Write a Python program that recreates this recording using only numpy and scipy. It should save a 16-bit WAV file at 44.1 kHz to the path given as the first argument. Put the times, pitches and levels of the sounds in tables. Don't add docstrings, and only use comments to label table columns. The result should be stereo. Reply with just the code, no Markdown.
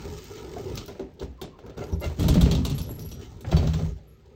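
import sys
import numpy as np
from scipy import signal
from scipy.fft import rfft, irfft, next_fast_len
from scipy.io import wavfile
from scipy.ndimage import uniform_filter1d, map_coordinates

SR = 44100
rng = np.random.default_rng(int(sys.argv[2]) if len(sys.argv) > 2 else 0)


def inscribe(sig):
    pcm = np.round(np.clip(np.atleast_2d(sig).T, -1, 1) * 32767)
    wavfile.write(sys.argv[1], SR, pcm.astype(np.int16))


N = 191923
AGE = np.arange(SR * 3 // 5) / SR

# time_s, scrape_db, rub_db, shudder_db
OPENING = [(.06, -49, -40.5, -40.5), (.2, -48.5, -45.5, -45), (.35, -46, -38.5, -50.5),
           (.52, -52.5, -40.5, -46.5), (.74, -48, -35.5, -36), (.85, -54.5, -44.5, -50),
           (1.1, -73, -65, -61)]
# start_s, hold_s, coast_t60_s, scrape_db, rub_db, shudder_db
PUSHES = [(1.206, 0.013, 0.19, -52, -37, -43), (1.631, 0.032, 0.63, -69, -41.5, -44.5),
          (1.769, 0.044, 0.56, -50, -35, -36), (2.007, 0.01, 1.2, -46, -35.5, -41.5),
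          (2.182, 0.17, 3.1, -46, -37, -27.5), (3.187, 0.03, 0.51, -50.5, -46, -49.5),
          (3.455, 0.37, 0.49, -50.5, -41, -33)]
# scrape_db, rub_db, shudder_db
RESTING_DB = [-79.5, -59.5, -70]
# start_s, length_s, start_hz, end_hz, width_hz, level_db
SQUEAKS = [(0.049, .16, 410.6, 426.4, 25.5, -42), (0.313, .15, 400.4, 438, 24.2, -43),
           (0.24, 0.27, 1370, 1260, 80, -57), (1.922, .018, 5700, 5730, 200, -44.5),
           (1.378, .045, 1100, 1020, 110, -53), (1.505, 0.083, 1100, 1020, 130, -57),
           (3.185, .1, 2950, 3080, 300, -57.5)]
# start_s, level_db, tilt_db_per_octave
BUMPS = [(0.082, -21.5, 1), (0.685, -24.5, -1.5), (1.223, -21.5, -2.5), (1.926, -15, -1.5),
         (2.06, -20, -2.5), (2.261, -16, 6), (2.369, -9, 4), (2.591, -13, 0.5), (2.8, -20.5, -14),
         (3.64, -17, 1.5), (3.879, -23.5, -15.5)]
# start_s, level_db
TICKS = [(0.242, -27), (0.755, -20.5), (0.86, -25), (0.88, -26.5), (1.139, -47.5), (1.414, -29),
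         (1.664, -41.5), (1.9223, -33.5), (1.999, -31), (2.816, -20.5), (2.9936, -22.5), (3.022, -28),
         (3.089, -27), (3.408, -38)]
# start_s, level_db, pitch_hz, clatter_db
KNOCKS = [(0.561, -25.5, 428, -19), (0.566, -21.5, 703, -22.5), (0.595, -45.5, 560, -12),
          (0.8812, -24.5, 398, -11.5), (0.9487, -43, 588, -1.5), (0.995, -16, 379.6, -23.5),
          (1.222, -23, 274.6, -17.5), (1.415, -20.5, 388.3, -16), (1.588, -43, 520, -2.5),
          (1.662, -33.5, 470, -11.5), (1.695, -37.5, 402, -6.5), (1.925, -21, 387, -23),
          (2.195, -17.5, 295, -13.5), (2.24, -29, 542, -5.5), (2.284, -18.5, 643, -8),
          (2.355, -16, 593, -10), (2.412, -21.5, 846, -8.5), (2.46, -19.5, 432, -8.5),
          (2.516, -20, 558, -11.5), (2.587, -23.5, 257, -36), (2.654, -27, 668, -16.5),
          (2.797, -25, 234, -30), (2.892, -26.5, 301.5, -15.5), (2.987, -30.5, 349, -15.5),
          (3.487, -24, 524, -16.5), (3.526, -21.5, 358, -24), (3.569, -20.5, 718, -9),
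          (3.597, -26, 615, -10.5), (3.628, -25.5, 560, -7), (3.789, -27.5, 547, -7.5)]
# start_s, level_db, metal_edge_db, jolt_db
CATCHES = [(0.7734, -26, -26, -35), (1.1947, -39, -47, -61), (1.4148, -33, -11, -34),
           (2.0412, -33.5, -15.5, -32), (2.1957, -29, -8.5, -12.5), (2.2274, -27, -14, -17.5),
           (2.283, -21, -8.5, -7.5), (2.3414, -26, -13.5, -5.5), (2.4105, -20, -12, -6.5),
           (2.4527, -42, -10, -9.5), (2.5121, -22.5, -14.5, -10), (2.55, -25.5, -20.5, -19.5),
           (2.65, -22.5, -11.5, -16), (2.6975, -29, -11, -16), (2.7801, -30, -9.5, -20.5),
           (3.115, -38, -10.5, -26.5), (3.4077, -46, -3.5, -33.5), (3.5137, -28.5, -28.5, -12),
           (3.5662, -26.5, -21, -7.5), (3.6711, -31.5, -44, -21), (3.7351, -31.5, -36, -22)]
# start_s, length_s, level_db
RATTLES = [(1.761, 0.023, -42), (1.802, .04, -36), (2.011, .05, -30)]
# start_s, length_s, level_db
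JINGLES = [(1.821, .15, -61), (1.993, 0.015, -48), (2.74, .38, -43), (4.055, 0.09, -63)]
# start_s, level_db, t60_s
TWANGS = [(2.783, -55, .45), (3.003, -51.5, .4), (3.112, -50, .45)]
# start_s, level_db
CLAPS = [(3.446, -27), (3.5243, -16.5), (3.674, -25), (3.738, -26)]
# start_s, hold_s, level_db
DRONES = [(3.528, 0.033, -17.5), (3.647, 0.1, -26), (3.809, 0.022, -30.5)]

# mode_hz, level_db, t60_s
PANEL_MODES = [(62.8, -4.5, 0.51), (77.9, 1.5, 0.27), (130.4, -0.5, 0.25), (158.6, -0.5, 0.24),
               (212.6, -4, 0.14), (258.5, -8.5, 0.37)]
# mode_hz, level_db, t60_s
FRAME_MODES = [(371.6, -1.5, 0.4), (415, 5.5, 0.22), (620, -1, 0.12), (1013, 2, 0.14), (1387, 5.5, 0.05)]
# mode_hz, level_db, t60_s
RAIL_MODES = [(3340, -1, 0.21), (3740, 5.5, 0.12), (3606, 3.5, 0.19), (3840, -4, 0.15), (4530, 3.5, 0.19)]
# mode_hz, level_db, t60_s
HANDLE_MODES = [(588, -1.5, 0.085), (652, 1, 0.067), (1382, -1, 0.097), (2094, -8, 0.084),
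                (2770, -9, 0.077), (3930, -10, 0.052)]
# mode_hz, level_db, t60_s
KEY_MODES = [(7520, -5, .15), (11360, 0, .15), (11490, -5, .1), (13114, -14, .16)]
# pitch_multiple, level_db
STILE = [(1, 0), (1.53, -11.5), (2.17, -15.5)]

# freq_hz, level_db
SCRAPE = [(500, -23), (1100, -0.5), (1900, 5), (6200, 5), (8500, -2.5), (11000, -41.5), (14000, -2),
          (16000, -8.5)]
# freq_hz, level_db
RUB = [(120, -26.5), (250, -0.5), (410, 2), (700, -8), (1300, -13), (2200, -30), (5000, -52.5)]
# freq_hz, level_db
SHUDDER = [(20, -12), (40, -7.5), (62, -2), (80, -1.5), (100, -1), (135, -7.5), (160, 1.5), (188, -23),
           (220, -7), (300, -21.5), (700, -100)]
# freq_hz, level_db
WOOD = [(90, -9.5), (230, 6.5), (430, 5), (640, -6.5), (900, -9), (2000, -63.5)]
# freq_hz, level_db
CLATTER = [(300, 3.5), (650, 7), (950, -7.5), (1500, -9), (2200, -9), (6000, -32.5)]
# freq_hz, level_db
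TRACK = [(300, 17), (800, 6.5), (1400, 3), (1900, -9.5), (2600, 6), (4200, 9), (4800, 3.5), (5800, 6.5),
         (7800, -0.5), (10000, -44), (15000, -5)]
# freq_hz, level_db
EDGE = [(4000, -22), (7600, 1), (10000, -7), (12500, 0), (14500, 0), (15800, -6)]
# freq_hz, level_db
CLICK = [(800, -47), (2500, 1.5), (5500, 14.5), (9000, -2), (15000, 12.5)]
# freq_hz, level_db
CLAP = [(300, 0.5), (720, 9.5), (950, 1), (1350, 2), (1850, -4.5), (2600, -6), (6000, -38)]
# freq_hz, level_db
HUSH = [(20, -54), (58, 10.5), (170, -8), (400, -51), (2000, -23), (5000, -30), (9000, -86)]
# freq_hz, t60_s
ROOM = [(60, 1), (250, 0.32), (700, 0.35), (2000, 0.42), (5000, 0.29), (13000, 0.074)]
# freq_hz, correlation (plain number)
ALIKE = [(290, 0.98), (640, 0.46), (1400, 0.11), (3100, 0.44), (5500, 0.21), (8000, 0.23), (14000, 0.35)]

START_S = 0.009
GRIT_PER_S, GRIT_DB = 140, -2
JOLT_LAG_S, JOLT_TILT_DB = 0.01461, 5
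TILT_PER_EDGE, CLATTER_PER_EDGE = 0.42, -0.11
JOINT_DB, JOINT_HZ, JOINT_SPREAD, JOINT_CLATTER_DB = -13, 329.5, 0.17, -13.5
RING_CYCLES = 79
TAP_DB, TAP_EDGE_DB = -5, -45
CONTACTS_PER_S = 320
TOUCHES_PER_S, TOUCH_SCATTER_DB, JINGLE_FADE_DB = 55, 2.5, 2
SPRING_HZ = 5782
DRONE_HZ, DRONE_RISE_S, DRONE_T60_S = 159, .02, 0.23
LEAD_S = 6e-5
TOP_HZ = 15800


def amp(db):
    return 10 ** (np.asarray(db) / 20)


def unit(x):
    return x / np.sqrt(np.mean(x ** 2) + 1e-20)


def along(points, hz):
    f, v = np.transpose(points)
    return np.interp(np.log(hz + 1), np.log(f + 1), v)


def wobble(rate):
    knots = rng.standard_normal(int(N * rate / SR) + 4)
    return map_coordinates(knots, [np.arange(N) * rate / SR])


def noise(spectrum, size):
    m = next_fast_len(size)
    hz = np.fft.rfftfreq(m, 1 / SR)
    turn = np.arccos(np.clip(along(ALIKE, hz), -.999, .999)) / 2
    white = rfft(rng.standard_normal((2, m)))
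    coloured = white * amp(along(spectrum, hz))
    mid, side = irfft(coloured * [np.cos(turn), np.sin(turn)], m)[:, :size]
    return unit(np.array([mid + side, mid - side]))


def fade(t60):
    return np.exp(-np.log(1000) * AGE / t60)


def onset(attack):
    return 1 - np.exp(-AGE / attack)


def burst(spectrum, t60, room_db, attack):
    hz, t, z = signal.stft(noise(spectrum, len(AGE)), SR, nperseg=256)
    decay = np.exp(-np.log(1000) * t / along(ROOM, hz)[:, None])
    tail = signal.istft(z * decay, SR, nperseg=256)[1][:, :len(AGE)]
    direct = noise(spectrum, len(AGE)) * fade(t60)
    return (direct + amp(room_db) * tail) * onset(attack)


def ring(modes, scatter_db, detune):
    chance = rng.standard_normal((len(modes), 2))
    total = 0
    for (hz, db, t60), (a, b) in zip(modes, chance):
        tone = np.sin(2 * np.pi * hz * (1 + detune * b) * AGE)
        total = total + amp(db + scatter_db * a) * fade(t60) * tone
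    return total


def chatter(depth_db):
    return unit(amp(depth_db * wobble(420)[:len(AGE)]))


def add(track, s, sound):
    start = max(round(s * SR), 0)
    track[:, start:start + len(AGE)] += sound[..., :N - start]


def moments(length, per_s):
    count = max(round(length * per_s), 1)
    return (np.arange(count) + rng.random(count)) / count


def stroke(s, rise, hold, t60):
    t = np.arange(N) / SR - s
    coasting = np.exp(-np.log(1000) * np.maximum(t - rise - hold, 0) / t60)
    return np.clip(t / rise, 0, 1) * coasting


def patchy(x, depth_db, size):
    z = signal.stft(x, nperseg=1024)[2]
    field = rng.standard_normal(z.shape[1:])
    for _ in range(2):
        field = uniform_filter1d(field, size[0], 0)
        field = uniform_filter1d(field, size[1], 1)
    return unit(signal.istft(z * amp(depth_db * unit(field)), nperseg=1024)[1][:, :N])


def closet(x, echo_db):
    out = x.copy()
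    for delay, skew in rng.uniform([.001, -.0003], [.02, .0003], (7, 2)):
        lags = [round((delay + skew) * SR), round((delay - skew) * SR)]
        for side, lag in enumerate(lags):
            out[side, lag:] += amp(echo_db - 860 * delay) * x[side, :-lag]
    return out


def friction_levels():
    times, *opening_db = np.transpose(OPENING)
    opening = amp([np.interp(np.arange(N) / SR, times, db) for db in opening_db])
    power = amp(RESTING_DB)[:, None] ** 2 + opening ** 2
    for s, hold, t60, *levels_db in PUSHES:
        push = amp(levels_db)[:, None] * stroke(s, START_S, hold, t60)
        power = power + push ** 2
    return 10 * np.log10(power)


def grit(count=4):
    out = np.zeros((2, N))
    for _ in range(count):
        slips = (rng.random(N) < GRIT_PER_S / count / SR) * rng.random(N)
        tick = noise(SCRAPE, len(AGE)) * fade(.018) * onset(.001)
        out += signal.fftconvolve(slips[None], tick, axes=1)[:, :N]
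    return unit(out)


def frame_taps():
    slips = (rng.random(N) < 150 / SR) * rng.standard_normal(N)
    low_modes = [mode for mode in FRAME_MODES if mode[0] < 900]
    sides = []
    for _ in range(2):
        tap = ring(low_modes, scatter_db=3.5, detune=0.018) * fade(0.13)
        sides.append(signal.fftconvolve(slips, tap)[:N])
    return unit(np.array(sides))


def sliding():
    scrape_db, rub_db, shudder_db = friction_levels()
    grip = wobble(34.96)
    grating = patchy(noise(SCRAPE, N), depth_db=2.6, size=(14, 3))
    scrape_gain = amp(scrape_db - 2 + 1.1 * grip + 2.4 * wobble(500))
    scrape = scrape_gain * unit(grating + amp(GRIT_DB) * grit())
    rubbing = patchy(noise(RUB, N), depth_db=4, size=(3, 5))
    rub = amp(rub_db - 5.5 + 2.2 * grip) * (amp(1) * rubbing + amp(-4) * frame_taps())
    shudder = amp(shudder_db + 2.0) * noise(SHUDDER, N)
    return closet(scrape + rub, echo_db=-5.5) + shudder


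def squeaks():
    out = np.zeros((2, N))
    for s, length, start_hz, end_hz, width_hz, db in SQUEAKS:
        progress = np.minimum(AGE / length, 1)
        phase = 2 * np.pi * np.cumsum(start_hz + (end_hz - start_hz) * progress) / SR
        flutter = wobble(2 * width_hz)[:len(AGE)]
        drift = wobble(2 * width_hz)[:len(AGE)]
        swell = amp(db + 3 * flutter) * np.sin(np.pi * progress)
        add(out, s, swell * np.sin(phase + 1.3 * drift))
    return closet(out, echo_db=-0.5)


def bumps():
    out = np.zeros((2, N))
    jolts = [(s + JOLT_LAG_S, jolt_db, JOLT_TILT_DB + TILT_PER_EDGE * edge_db)
             for s, _, edge_db, jolt_db in CATCHES]
    for s, db, tilt_db in BUMPS + jolts:
        modes = [(hz, level + tilt_db * np.log2(hz / 100), t60) for hz, level, t60 in PANEL_MODES]
        panel = ring(modes, scatter_db=4.0, detune=0.033) * onset(0.0021)
        thud = burst(SHUDDER, t60=0.33, room_db=3.5, attack=0.00042)
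        add(out, s, amp(db - 11.0) * panel + amp(db - 31.5) * thud)
    return out


def ticks():
    out = np.zeros((2, N))
    for s, db in TICKS:
        add(out, s, amp(db - 11) * burst(CLICK, t60=.019, room_db=-9, attack=.00008))
    return out


def knocks():
    out = np.zeros((2, N))
    shaken = []
    for s, db, edge_db, jolt_db in CATCHES:
        hz = JOINT_HZ * np.exp(JOINT_SPREAD * rng.standard_normal())
        clatter_db = JOINT_CLATTER_DB + CLATTER_PER_EDGE * edge_db
        shaken.append((s, (db + jolt_db) / 2 + JOINT_DB, hz, clatter_db))
    for s, db, hz, clatter_db in KNOCKS + shaken:
        modes = [(hz * multiple, level, RING_CYCLES / (hz * multiple)) for multiple, level in STILE]
        note = ring(modes, scatter_db=1, detune=.01) * onset(.002)
        body = note + amp(-8.5) * burst(WOOD, t60=0.2, room_db=0.0, attack=0.006)
        frame = ring(FRAME_MODES, scatter_db=3, detune=0.03)
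        clatter = amp(-11.5) * frame + burst(CLATTER, t60=0.082, room_db=-2.5, attack=0.00027)
        clatter = clatter * chatter(depth_db=3.5)
        add(out, s, amp(db - 9.5) * body + amp(db + clatter_db - 2.5) * clatter)
    return out


def clacks():
    out = np.zeros((2, N))
    taps = [(s, db + clatter_db + TAP_DB, TAP_EDGE_DB) for s, db, _, clatter_db in KNOCKS]
    for s, db, edge_db, *_ in CATCHES + taps:
        rail = np.array([ring(RAIL_MODES, scatter_db=4.5, detune=0.012) * fade(0.57) for _ in range(2)])
        rattle = burst(TRACK, t60=.07, room_db=-6, attack=.0006) * chatter(depth_db=3.5)
        edge = burst(EDGE, t60=.027, room_db=9, attack=.00005)
        clack = amp(db - 3.5) * rattle + amp(db - 19.5) * rail
        add(out, s, clack + amp(db + edge_db - 10) * edge)
    return closet(out, echo_db=-12)


def handle():
    out = np.zeros((2, N))
    for start, length, db in RATTLES:
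        for progress in moments(length, CONTACTS_PER_S):
            metal = ring(HANDLE_MODES, scatter_db=4.5, detune=0.0047)
            knock = burst(CLATTER, t60=0.014, room_db=-5.5, attack=0.00023)
            gain = amp(db - 11.5) * np.sin(np.pi * progress)
            add(out, start + progress * length, gain * (metal + amp(-2) * knock))
    return closet(out, echo_db=-5.5)


def keys():
    out = np.zeros((2, N))
    for start, length, db in JINGLES:
        for progress in moments(length, TOUCHES_PER_S):
            key = ring(KEY_MODES, scatter_db=3, detune=.007) * onset(.001)
            touch_db = db - JINGLE_FADE_DB * progress + TOUCH_SCATTER_DB * rng.standard_normal()
            add(out, start + progress * length, amp(touch_db) * key)
    return out * amp(4.5 * wobble(70) - 2)


def spring():
    out = np.zeros((2, N))
    for s, db, t60 in TWANGS:
        tone = np.sin(2 * np.pi * SPRING_HZ * AGE)
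        add(out, s, amp(db) * tone * fade(t60) * onset(.002))
    return out * amp(2 * wobble(40))


def claps():
    out = np.zeros((2, N))
    for s, db in CLAPS:
        add(out, s, amp(db - 6.0) * burst(CLAP, t60=0.061, room_db=-13.0, attack=0.00099))
    return out


def drone():
    swing = sum(amp(db) * stroke(s, DRONE_RISE_S, hold, DRONE_T60_S) for s, hold, db in DRONES)
    swing = swing * amp(2.0 * wobble(23.96))
    phase = 2 * np.pi * DRONE_HZ * np.arange(N) / SR + 0.33 * wobble(20)
    return swing * (np.sin(phase) + amp(-0.5) * np.sin(phase / 2))


def spaced(x):
    m = next_fast_len(N + SR // 2)
    turn = np.pi * LEAD_S * np.fft.rfftfreq(m, 1 / SR)
    return irfft(rfft(x, m) * np.exp(1j * np.array([turn, -turn])), m)[:, :N]


def scene():
    doors = sliding() + squeaks() + bumps() + ticks() + knocks() + clacks()
    doors = doors + handle() + keys() + claps() + drone()
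    hush = amp(-55.5) * noise(HUSH, N)
    return spaced(doors * amp([[-.8], [.8]]) + hush) + spring()


def record(dry):
    thinned = signal.sosfilt(signal.butter(3, 34, "highpass", fs=SR, output="sos"), dry)
    m = next_fast_len(N + SR // 2)
    kept = np.fft.rfftfreq(m, 1 / SR) < TOP_HZ
    return irfft(rfft(thinned, m) * kept, m)[:, :N]


dry = scene()
out = record(dry)
inscribe(out)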